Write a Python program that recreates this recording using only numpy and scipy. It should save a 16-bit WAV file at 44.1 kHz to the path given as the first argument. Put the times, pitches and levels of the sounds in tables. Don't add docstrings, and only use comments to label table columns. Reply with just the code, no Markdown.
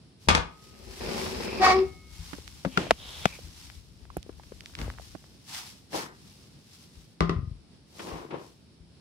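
import sys
import numpy as np
from scipy import signal
from scipy.fft import rfft, irfft, next_fast_len
from scipy.io import wavfile
from scipy.ndimage import uniform_filter1d

SR = 44100
rng = np.random.default_rng(int(sys.argv[2]) if len(sys.argv) > 2 else 0)


def wrap_up_sound(samples):
    columns = np.atleast_2d(samples).T
    tamed = np.clip(columns, -1, 1)
    steps = np.round(tamed * 32767).astype(np.int16)
    wavfile.write(sys.argv[1], SR, steps)


N = 397244
T = np.arange(N) / SR

# start in seconds, level in dB, brightness in Hz, push on the floor in dB.
STAND_KNOCKS = [(0.274, -44, 200, -20.5), (0.2861, -14, 12100, -28), (0.2935, -19.5, 6000, -35),
                (.302, -19.5, 2600, -14.5), (0.312, -23.5, 2200, -24.5), (0.3495, -17.5, 9000, -27),
                (.377, -27.5, 1800, -21.5)]
FOOT_CATCHES = [(1.008, -39.5, 400, -41), (1.178, -36, 900, -38.5), (1.262, -36, 1700, -41.5)]
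BOWL_KNOCKS = [(7.206, -19.5, 12000, -23), (7.2942, -24.5, 8000, -27)]
# pitch in Hz, level in dB, seconds to fade by 60 dB.
STAND_MODES = [(479, -6.5, 0.18), (903, -0.5, .19), (1117, -3.5, 0.19), (1180, -0.5, 0.18), (1485, -1, 0.1),
               (1670, -3, 0.17), (2192, -1, 0.11), (2460, 2.5, 0.06), (3406, 2, 0.065), (4950, 0, 0.051)]
BOWL_MODES = [(1045, 4, 0.26), (1230, 5, 0.28), (1977, -1, 0.09), (2720, -5, 0.066), (3340, -8.5, 0.13)]
# frequency in Hz, level in dB.
STAND_COLOUR = [(200, -6.5), (330, -12), (476, -7.5), (570, -11.5), (1020, -5.5), (1400, -12), (2400, -13),
                (4900, -15), (6200, -19), (10500, -29), (15000, -56.5)]


def undb(db):
    return 10 ** (np.asarray(db) / 20)


def unit(x):
    return x / np.sqrt(np.mean(x ** 2))


def pan(db):
    return undb(np.array([[db], [-db]]) / 2)


def delay_left(x, seconds):
    return np.array([np.roll(x[0], round(seconds * SR)), x[1]])


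def add(out, s, x):
    i = int(s * SR)
    out[..., i:i + x.shape[-1]] += x[..., :N - i]


def cut(x, hz, kind="low", order=2):
    return signal.sosfilt(signal.butter(order, min(hz, SR / 2 - 1000), kind, fs=SR, output="sos"), x)


def convolve(x, response):
    return signal.fftconvolve(np.atleast_2d(x), np.atleast_2d(response), axes=1)[:, :x.shape[-1]]


def colour(x, points, size=4096):
    hz, db = np.transpose(points)
    freqs = np.maximum(np.fft.rfftfreq(size, 1 / SR), 1)
    gain = undb(np.interp(np.log(freqs), np.log(hz), db)) * np.minimum(freqs / hz[0], 1) ** 2
    cepstrum = irfft(np.log(gain))
    cepstrum[1:size // 2] *= 2
    cepstrum[size // 2 + 1:] = 0
    response = irfft(np.exp(rfft(cepstrum)))
    return convolve(x, response / np.linalg.norm(response))


def noise(count=N, alike_hz=600):
    size = next_fast_len(count, real=True)
    mid, side = rfft(rng.standard_normal((2, size)))
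    alike = .85 / (1 + (np.fft.rfftfreq(size, 1 / SR) / alike_hz) ** 2)
    spectrum = mid * np.sqrt(1 + alike) + side * np.sqrt(1 - alike) * np.array([[1], [-1]])
    return unit(irfft(spectrum, size)[:, :count])


def band(hz, width_hz):
    return unit(cut(noise(), width_hz / 2) * np.cos(2 * np.pi * hz * T))


def walk(rate):
    step = max(int(SR / rate), 1)
    return unit(uniform_filter1d(np.repeat(rng.standard_normal(N // step + 1), step), step)[:N])


def fade(t60, count=SR):
    return np.exp(-np.log(1000) * T[:count] / t60)


def swell(s, rise, fall, hold=0):
    before, after = np.maximum((s - T) / rise, 0), np.maximum((T - s - hold) / fall, 0)
    return np.exp(-np.minimum(before ** 2 + after * np.sqrt(after), 30))


def ring(modes):
    return sum(undb(db) * fade(t60) * np.sin(2 * np.pi * hz * T[:SR]) for hz, db, t60 in modes)


def blow(x, db):
    return x * undb(db) * np.sqrt(SR / 100 / np.mean(np.sum(x ** 2, axis=-1)))


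def plop(hz, t60, count=4096):
    return blow(np.sin(2 * np.pi * hz * T[:count]) * fade(t60, count), 0)


def chatter(t60, count=4096):
    spectrum = rfft(noise(count) * fade(t60, count))
    return irfft(spectrum / np.abs(spectrum)) * fade(4 * t60, count)


def knocks(rows, body, modes, chatter_t60, ring_db):
    out, ringing = np.zeros((2, N)), blow(ring(modes), ring_db)
    for s, db, hz, _ in rows:
        contact = cut(chatter(chatter_t60), hz, order=1)
        add(out, s, blow(colour(contact, body), db))
        add(out, s, undb(db) * cut(ringing, hz, order=1))
    return out


def room(x, wet_db, bass_t60=0.33, treble_t60=0.19):
    diffuse = noise(SR)
    bass = cut(diffuse, 2500, order=1)
    tail = (bass * fade(bass_t60) + (diffuse - bass) * fade(treble_t60)) * np.minimum(T[:SR] / 0.0092, 1)
    return x + undb(wet_db) * convolve(x, tail / np.linalg.norm(tail[0]))


def air(db=-55.5):
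    # frequency in Hz, level in dB.
    tone = [(30, -22), (65, -2), (163, -1), (364, -11), (524, -18), (1000, -24.5), (1920, -27.5),
            (5300, -23), (6360, -34.5), (10400, -31.5), (11600, -49.5)]
    return unit(colour(noise(), tone)) * undb(db + walk(4.4) + walk(17))


def rustle(stir_db=-66, full_db=-44, thin_hz=2200, rise_share=0.68):
    # peak time in seconds, level in dB, fall in seconds.
    swishes = [(0.239, -54.5, 0.047), (0.64, -56.5, 0.16), (1.205, -40.5, 0.43), (2.273, -48, 0.27),
               (2.803, -53, 0.73), (3.2, -46.5, 0.3), (3.614, -50, 0.15), (4.795, -55.5, 0.66),
               (5.076, -53, 0.1), (5.557, -38, 0.099), (5.693, -50.5, 0.091), (5.972, -34.5, 0.06),
               (6.302, -56, 0.22), (6.762, -53, 0.14), (7.016, -57.5, 0.098), (8.051, -48, 0.16),
               (8.44, -58.5, 0.13)]
    # frequency in Hz, level in dB.
    tone = [(470, -28.5), (800, -3), (1570, -7.5), (2980, -4.5), (5510, -3), (6570, -8.5), (11300, -13),
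            (14500, -21)]
    stir = undb(stir_db) * swell(1.43, rise=0.18, fall=0.13, hold=5.55)
    power = sum((undb(db) * swell(s, rise_share * fall, fall)) ** 2 for s, db, fall in swishes)
    motion = np.sqrt(stir ** 2 + power)
    full = unit(colour(noise() * undb(1.4 * walk(500) + walk(30)), tone))
    thin = cut(full, thin_hz, "high", order=1)
    weight = np.minimum(motion / undb(full_db), 1)
    return (weight * full + (1 - weight) * thin) * motion * pan(1)


def shuffles():
    # start in seconds, scuff and sweep levels in dB, the sweep's rise and fall in seconds,
    # its treble and its hollow tone in dB relative to the sweep.
    steps = [(5.931, -42, -35.5, 0.022, 0.086, -15, 2.5), (7.995, -40.5, -36.5, .13, 0.11, -12, -13),
             (8.309, -45, -38.5, 0.033, 0.085, -13, -17)]
    # frequency in Hz, level in dB.
    tone = [(150, -9.5), (272, -8.5), (320, -1), (662, -13), (937, -11), (1090, -12), (2000, -42),
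            (2600, -51), (4400, -120)]
    dull = unit(colour(noise() * undb(2.3 * walk(150)), tone))
    bright = unit(cut(cut(noise() * undb(1.5 * walk(200)), 750, "high"), 2700, order=3))
    body, tail = band(660, width_hz=480), undb(-9) * band(1400, width_hz=1150)
    out = np.zeros((2, N))
    for s, scuff_db, sweep_db, rise, fall, treble_db, hollow_db in steps:
        out += (bright + undb(-5) * dull) * undb(scuff_db) * swell(s, 0.0022, 0.019)
        out += (dull + undb(treble_db) * bright) * undb(sweep_db) * swell(s + rise, 0.74 * rise, fall)
        hollow = body * swell(s + rise, rise, fall / 2) + tail * swell(s + rise + fall / 2, fall / 2, fall)
        out += hollow * undb(sweep_db + hollow_db)
    return out * pan(3.9)


def hand(db=-50.5, ease_db_per_s=1.1, start_s=1.05):
    rumble = unit(cut(cut(noise(), 47, order=3), 63, "high", order=4)) * undb(1.8 * walk(16))
    level = undb(db - ease_db_per_s * (T - start_s)) * swell(start_s, 0.3, 0.23, hold=4)
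    return rumble * level * pan(10)


def crackle(count=20, start_s=4.05, length_s=1.25, lowest_hz=500, octaves=2.58, db=-63, spread_db=7):
    out = np.zeros((2, N))
    for when, pitch, size in rng.random((count, 3)):
        hz = lowest_hz * 2 ** (octaves * pitch)
        click = cut(cut(chatter(t60=.012), hz / 2, "high"), 2 * hz)
        add(out, start_s + when * length_s, blow(click, db + spread_db * size))
    return out


def finger(stutter_hz=105, stutter_db=-37):
    # time of full speed and hold in seconds, level in dB, centre and width of the hiss in Hz.
    strokes = [(1.484, 0.11, -46.5, 2510, 350), (2.778, 0.14, -49.5, 2780, 1100),
               (3.044, 0.22, -47, 3440, 940), (3.283, 0.074, -50, 2410, 520)]
    hiss = np.zeros((2, N))
    for s, hold, db, hz, width_hz in strokes:
        drag = unit(cut(cut(noise(), 830), 450, "high"))
        skin = band(hz, width_hz) + undb(-7) * unit(cut(noise(), 3500)) + undb(-9.5) * drag
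        hiss += skin * undb(db) * swell(s, 0.065, 0.018, hold)
    low_scuff = undb(-33.5) * unit(cut(cut(noise(), 430), 100, "high"))
    scuff = (low_scuff + undb(-36.5) * unit(cut(noise(), 3800))) * swell(2.787, 0.016, 0.079)
    cycle = np.cumsum(stutter_hz * (1 + .35 * walk(110))) / SR % 1
    buzz = unit(cut(cycle - .5, 205))
    rumble = undb(3.5) * unit(cut(noise(), 110))
    rasp = undb(-4.5) * unit(cut(noise() * (1 - 0.4 * cycle), 1040, order=1))
    creak = (buzz + rumble + rasp) * undb(stutter_db) * swell(4.805, 0.024, 0.079)
    return hiss + scuff + creak * pan(3.7)


def grip(case_hz=190, case_t60=0.056):
    bumps = [(2.332, -41.5, 1800, 0.065, 285, 1.5, 0, -12),
             (2.6493, -28.5, 1280, 0.045, 537, -3, -1.5, 5.5), (2.662, -36, 400, 0.15, 260, 2.5, 10.5, 9),
             (2.774, -23.5, 2600, 0.027, 1400, 2.5, 0.5, 5.5), (2.781, -34.5, 900, .06, 374, 5.5, -2, 7.5),
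             (2.9082, -17, 2200, .014, 690, 0.5, -14, 6.5), (2.914, -28, 1503, .0072, 450, 1.5, -16, -9.5),
             (3.2551, -18, 1900, 0.013, 706, 0, -23, 5), (3.2575, -28, 2400, 0.016, 220, 6, -5, 8.5),
             (4.168, -32.5, 418, 0.017, 337, 2, -9.5, -9.5), (5.1505, -45.5, 890, 0.022, 302, 7, 0, -12.5)]
    # start in seconds, level in dB, pitch in Hz, left minus right in dB.
    pops = [(2.384, -46.5, 414, 13), (2.867, -44.5, 620, 19), (3.389, -49.5, 520, -12),
            (4.102, -46.5, 1080, -5), (4.263, -53, 400, 11), (4.293, -39.5, 394, 6), (4.397, -50, 865, -5),
            (4.52, -42.5, 466, 7), (4.879, -40.5, 445, 4), (4.997, -50, 700, -16)]
    # start in seconds, level in dB.
    presses = [(2.911, -33), (4.171, -31), (4.792, -33), (4.826, -30), (4.88, -29)]
    # start in seconds, level in dB, lowest and highest pitch in Hz, left minus right in dB.
    ticks = [(2.478, -47.5, 990, 15000, -12.5), (2.774, -49, 500, 9000, -3),
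             (2.909, -32.5, 2475, 8940, -12), (3.2565, -33.5, 2500, 12000, 10), (3.7, -50, 600, 4000, 11),
             (4.17, -47.5, 10400, 15500, -13), (4.229, -53, 2500, 15000, -13), (4.607, -46, 1800, 8000, -2),
             (4.659, -43.5, 1700, 7000, 0), (4.752, -40, 1300, 6000, 1), (4.789, -41, 900, 6000, 2),
             (4.815, -41.5, 1200, 7000, -5), (4.901, -41.5, 700, 2300, 0), (4.985, -47, 400, 1500, -4)]
    out = np.zeros((2, N))
    for s, db, hz, t60, note_hz, note_db, ring_db, pan_db in bumps:
        rattle = blow(cut(cut(chatter(t60), hz), 120, "high"), 0)
        pocket = plop(note_hz, t60) + undb(-11) * plop(2.1 * note_hz, t60)
        hollow = undb(note_db) * cut(pocket, note_hz / 2, "high")
        case = undb(ring_db) * plop(case_hz, case_t60)
        add(out, s, undb(db) * (rattle + hollow + case) * pan(pan_db))
    for s, db, hz, pan_db in pops:
        note = cut(cut(plop(hz, t60=0.014), hz / 2, "high"), 2 * hz)
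        click = blow(cut(cut(chatter(t60=0.045), 2 * hz), hz / 2, "high"), db=-11)
        add(out, s, blow(note + click, db) * pan(pan_db))
    for s, db in presses:
        add(out, s, blow(cut(plop(hz=60, t60=.06), 180), db))
    # frequency in Hz, level in dB.
    tick_tone = [(300, 3.5), (1800, 6), (5000, 0.5), (8000, -7.5), (15000, -17)]
    for s, db, low_hz, high_hz, pan_db in ticks:
        tick = colour(chatter(t60=0.0054), tick_tone)
        tick = cut(cut(tick, low_hz, "high", order=4), high_hz)
        add(out, s, blow(tick, db) * pan(pan_db))
    return out


def boards(stand_push_s=0.007, bowl_push_s=0.0012, thump_push_s=0.0074):
    # pitch in Hz, level in dB, fade in seconds.
    floor_modes = [(65.5, -7, 0.22), (83.6, -7, 0.18), (93.3, -7.5, 0.16), (166, 3.5, 0.33),
                   (194, -7, 0.141), (362, -8, 0.16)]
    # start in seconds, level in dB.
    floor_thumps = [(1.066, -32), (2.19, -30.5), (3.435, -37.5), (6.965, -39), (8.12, -33), (8.8, -42.5)]
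    pushes = [(s, db, stand_push_s) for s, _, _, db in STAND_KNOCKS + FOOT_CATCHES]
    pushes += [(s, db, bowl_push_s) for s, _, _, db in BOWL_KNOCKS]
    pushes += [(s, db, thump_push_s) for s, db in floor_thumps]
    force = np.zeros(N)
    for s, db, length in pushes:
        push = np.sin(np.pi * np.minimum(T[:SR] / length, 1))
        add(force, s, undb(db) * push / push.sum())
    return convolve(force, ring(floor_modes))


def rocking():
    # start in seconds, level in dB, pitch in Hz.
    thuds = [(7.22, -24, 79), (7.361, -21.5, 86.6), (7.386, -27, 134.4), (7.429, -28.5, 109),
             (7.474, -28.5, 82.5), (7.512, -33.5, 104.6)]
    out = np.zeros(N)
    for s, db, hz in thuds:
        add(out, s, blow(cut(plop(hz, t60=0.032, count=8192), 2 * hz), db))
    return out


def rim():
    # pitch in Hz, fade in seconds.
    notes = [(1260, 1.48), (2182, 1.97)]
    # start in seconds, levels of the lower and the upper note in dB.
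    jolts = [(.29, -46.5, -66), (1.75, -54, -51)]
    out = np.zeros((2, N))
    for s, *levels_db in jolts:
        add(out, s, ring([(hz, db, t60) for (hz, t60), db in zip(notes, levels_db)]))
    return out


def bowl_landing():
    # frequency in Hz, level in dB.
    tone = [(150, -19), (350, 1.5), (520, -12), (640, -10.5), (880, -18), (1150, -4), (1650, -23),
            (2000, -15.5), (2400, -22.5), (5400, -28), (7000, -38.5), (15000, -55)]
    return knocks(BOWL_KNOCKS, tone, BOWL_MODES, chatter_t60=0.02, ring_db=-9)


def stand_landing():
    return knocks(STAND_KNOCKS, STAND_COLOUR, STAND_MODES, chatter_t60=0.032, ring_db=-5)


def slide(load, start_s=1.022, fall_s=0.032, db=-36.5, load_db=4, grain_db=3, scuff_db=0.95):
    # frequency in Hz, level in dB.
    tone = [(70, -0.5), (130, -10), (200, -1.5), (300, -6), (380, 2), (540, -7), (800, -10), (1500, -17.5),
            (2500, -14.5), (3600, -23), (5200, -16), (6400, -39.5), (12000, -48)]
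    creep = undb(-15) * swell(start_s, 0.33, fall_s)
    speed = creep + swell(start_s, 0.017, fall_s, hold=0.763)
    grit = noise() * undb(grain_db * walk(400) + scuff_db * walk(45))
    scrape = unit(colour(grit, tone)) * speed * undb(db + load_db * load)
    return scrape + knocks(FOOT_CATCHES, STAND_COLOUR, STAND_MODES, chatter_t60=0.04, ring_db=-9.5)


def judder(load, slip_hz=379.5, sag_hz=6.5, jitter=.021, free_rough=0.24, choke_db=9.5, wall_hz=1227):
    # frequency in Hz, level in dB.
    tone = [(400, -9), (750, -3), (1150, -4.5), (1500, -10), (1880, -7.5), (2400, -8.5), (3100, -19),
            (4700, -11.5), (6500, -24), (12000, -42)]
    # multiple of the slip rate, level in dB, time of full strength in seconds.
    overtones = [(2, -20.5, 1.63), (3, -25.5, 1.645), (5, -39, 1.636), (6, -38, 1.664)]
    rough = free_rough + (1 - free_rough) * load
    turns = np.cumsum((slip_hz - sag_hz * load) * (1 + jitter * rough * walk(300))) / SR
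    slips = np.diff(np.floor(turns), prepend=0) * undb(5 * rough * walk(200))
    grind = colour(unit(slips) + undb(-2) * noise(), tone)
    harsh = undb(-20) * unit(room(grind, wet_db=-0.5))
    shaken_bowl = undb(-28) * unit(convolve(noise(), ring(BOWL_MODES)))
    rasp = rough * (harsh + shaken_bowl) * swell(1.637, rise=0.026, fall=0.05, hold=0.07)
    clean = np.zeros(N)
    for multiple, db, s in overtones:
        level = undb(db + 3 * rough * walk(110)) * swell(s, 0.02, 0.056, hold=0.063)
        clean += level * unit(np.sin(2 * np.pi * multiple * turns))
    squeal = unit(np.sin(2 * np.pi * wall_hz * T)) * undb(-17) * swell(1.668, 0.004, 0.0073)
    hoot = unit(np.sin(2 * np.pi * turns)) * undb(-21 - choke_db * load)
    hoot *= swell(1.608, rise=0.013, fall=0.024, hold=0.215)
    return delay_left(rasp + room(clean + squeal, wet_db=-13), .00009) + hoot * pan(3.1)


def scene(stand_lag_s=.00028, bowl_lag_s=.0001, case_lag_s=.00021):
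    stand = room(stand_landing(), wet_db=-6.5) * pan(2.9)
    bowl = room(bowl_landing(), wet_db=-6) * pan(3.5)
    load = swell(1.645, rise=0.04, fall=0.026, hold=.07)
    scrape = room(slide(load), wet_db=-5) * pan(2)
    groan = room(judder(load), wet_db=-18) * pan(0.79)
    floor = room(boards() + rocking(), wet_db=-10) * pan(7)
    background = air()
    furniture = delay_left(stand + scrape, stand_lag_s) + groan + delay_left(bowl, bowl_lag_s) + rim()
    handling = delay_left(grip(), case_lag_s) + crackle() + finger() + hand()
    person = delay_left(shuffles(), stand_lag_s) + rustle()
    return background + person + handling + floor + furniture


def record(dry, bottom_hz=46, top_hz=15600):
    rounded = np.tanh(cut(dry, bottom_hz, "high", order=4))
    return signal.sosfilt(signal.ellip(8, .2, 70, top_hz, fs=SR, output="sos"), rounded)


dry = scene()
out = record(dry)
wrap_up_sound(out)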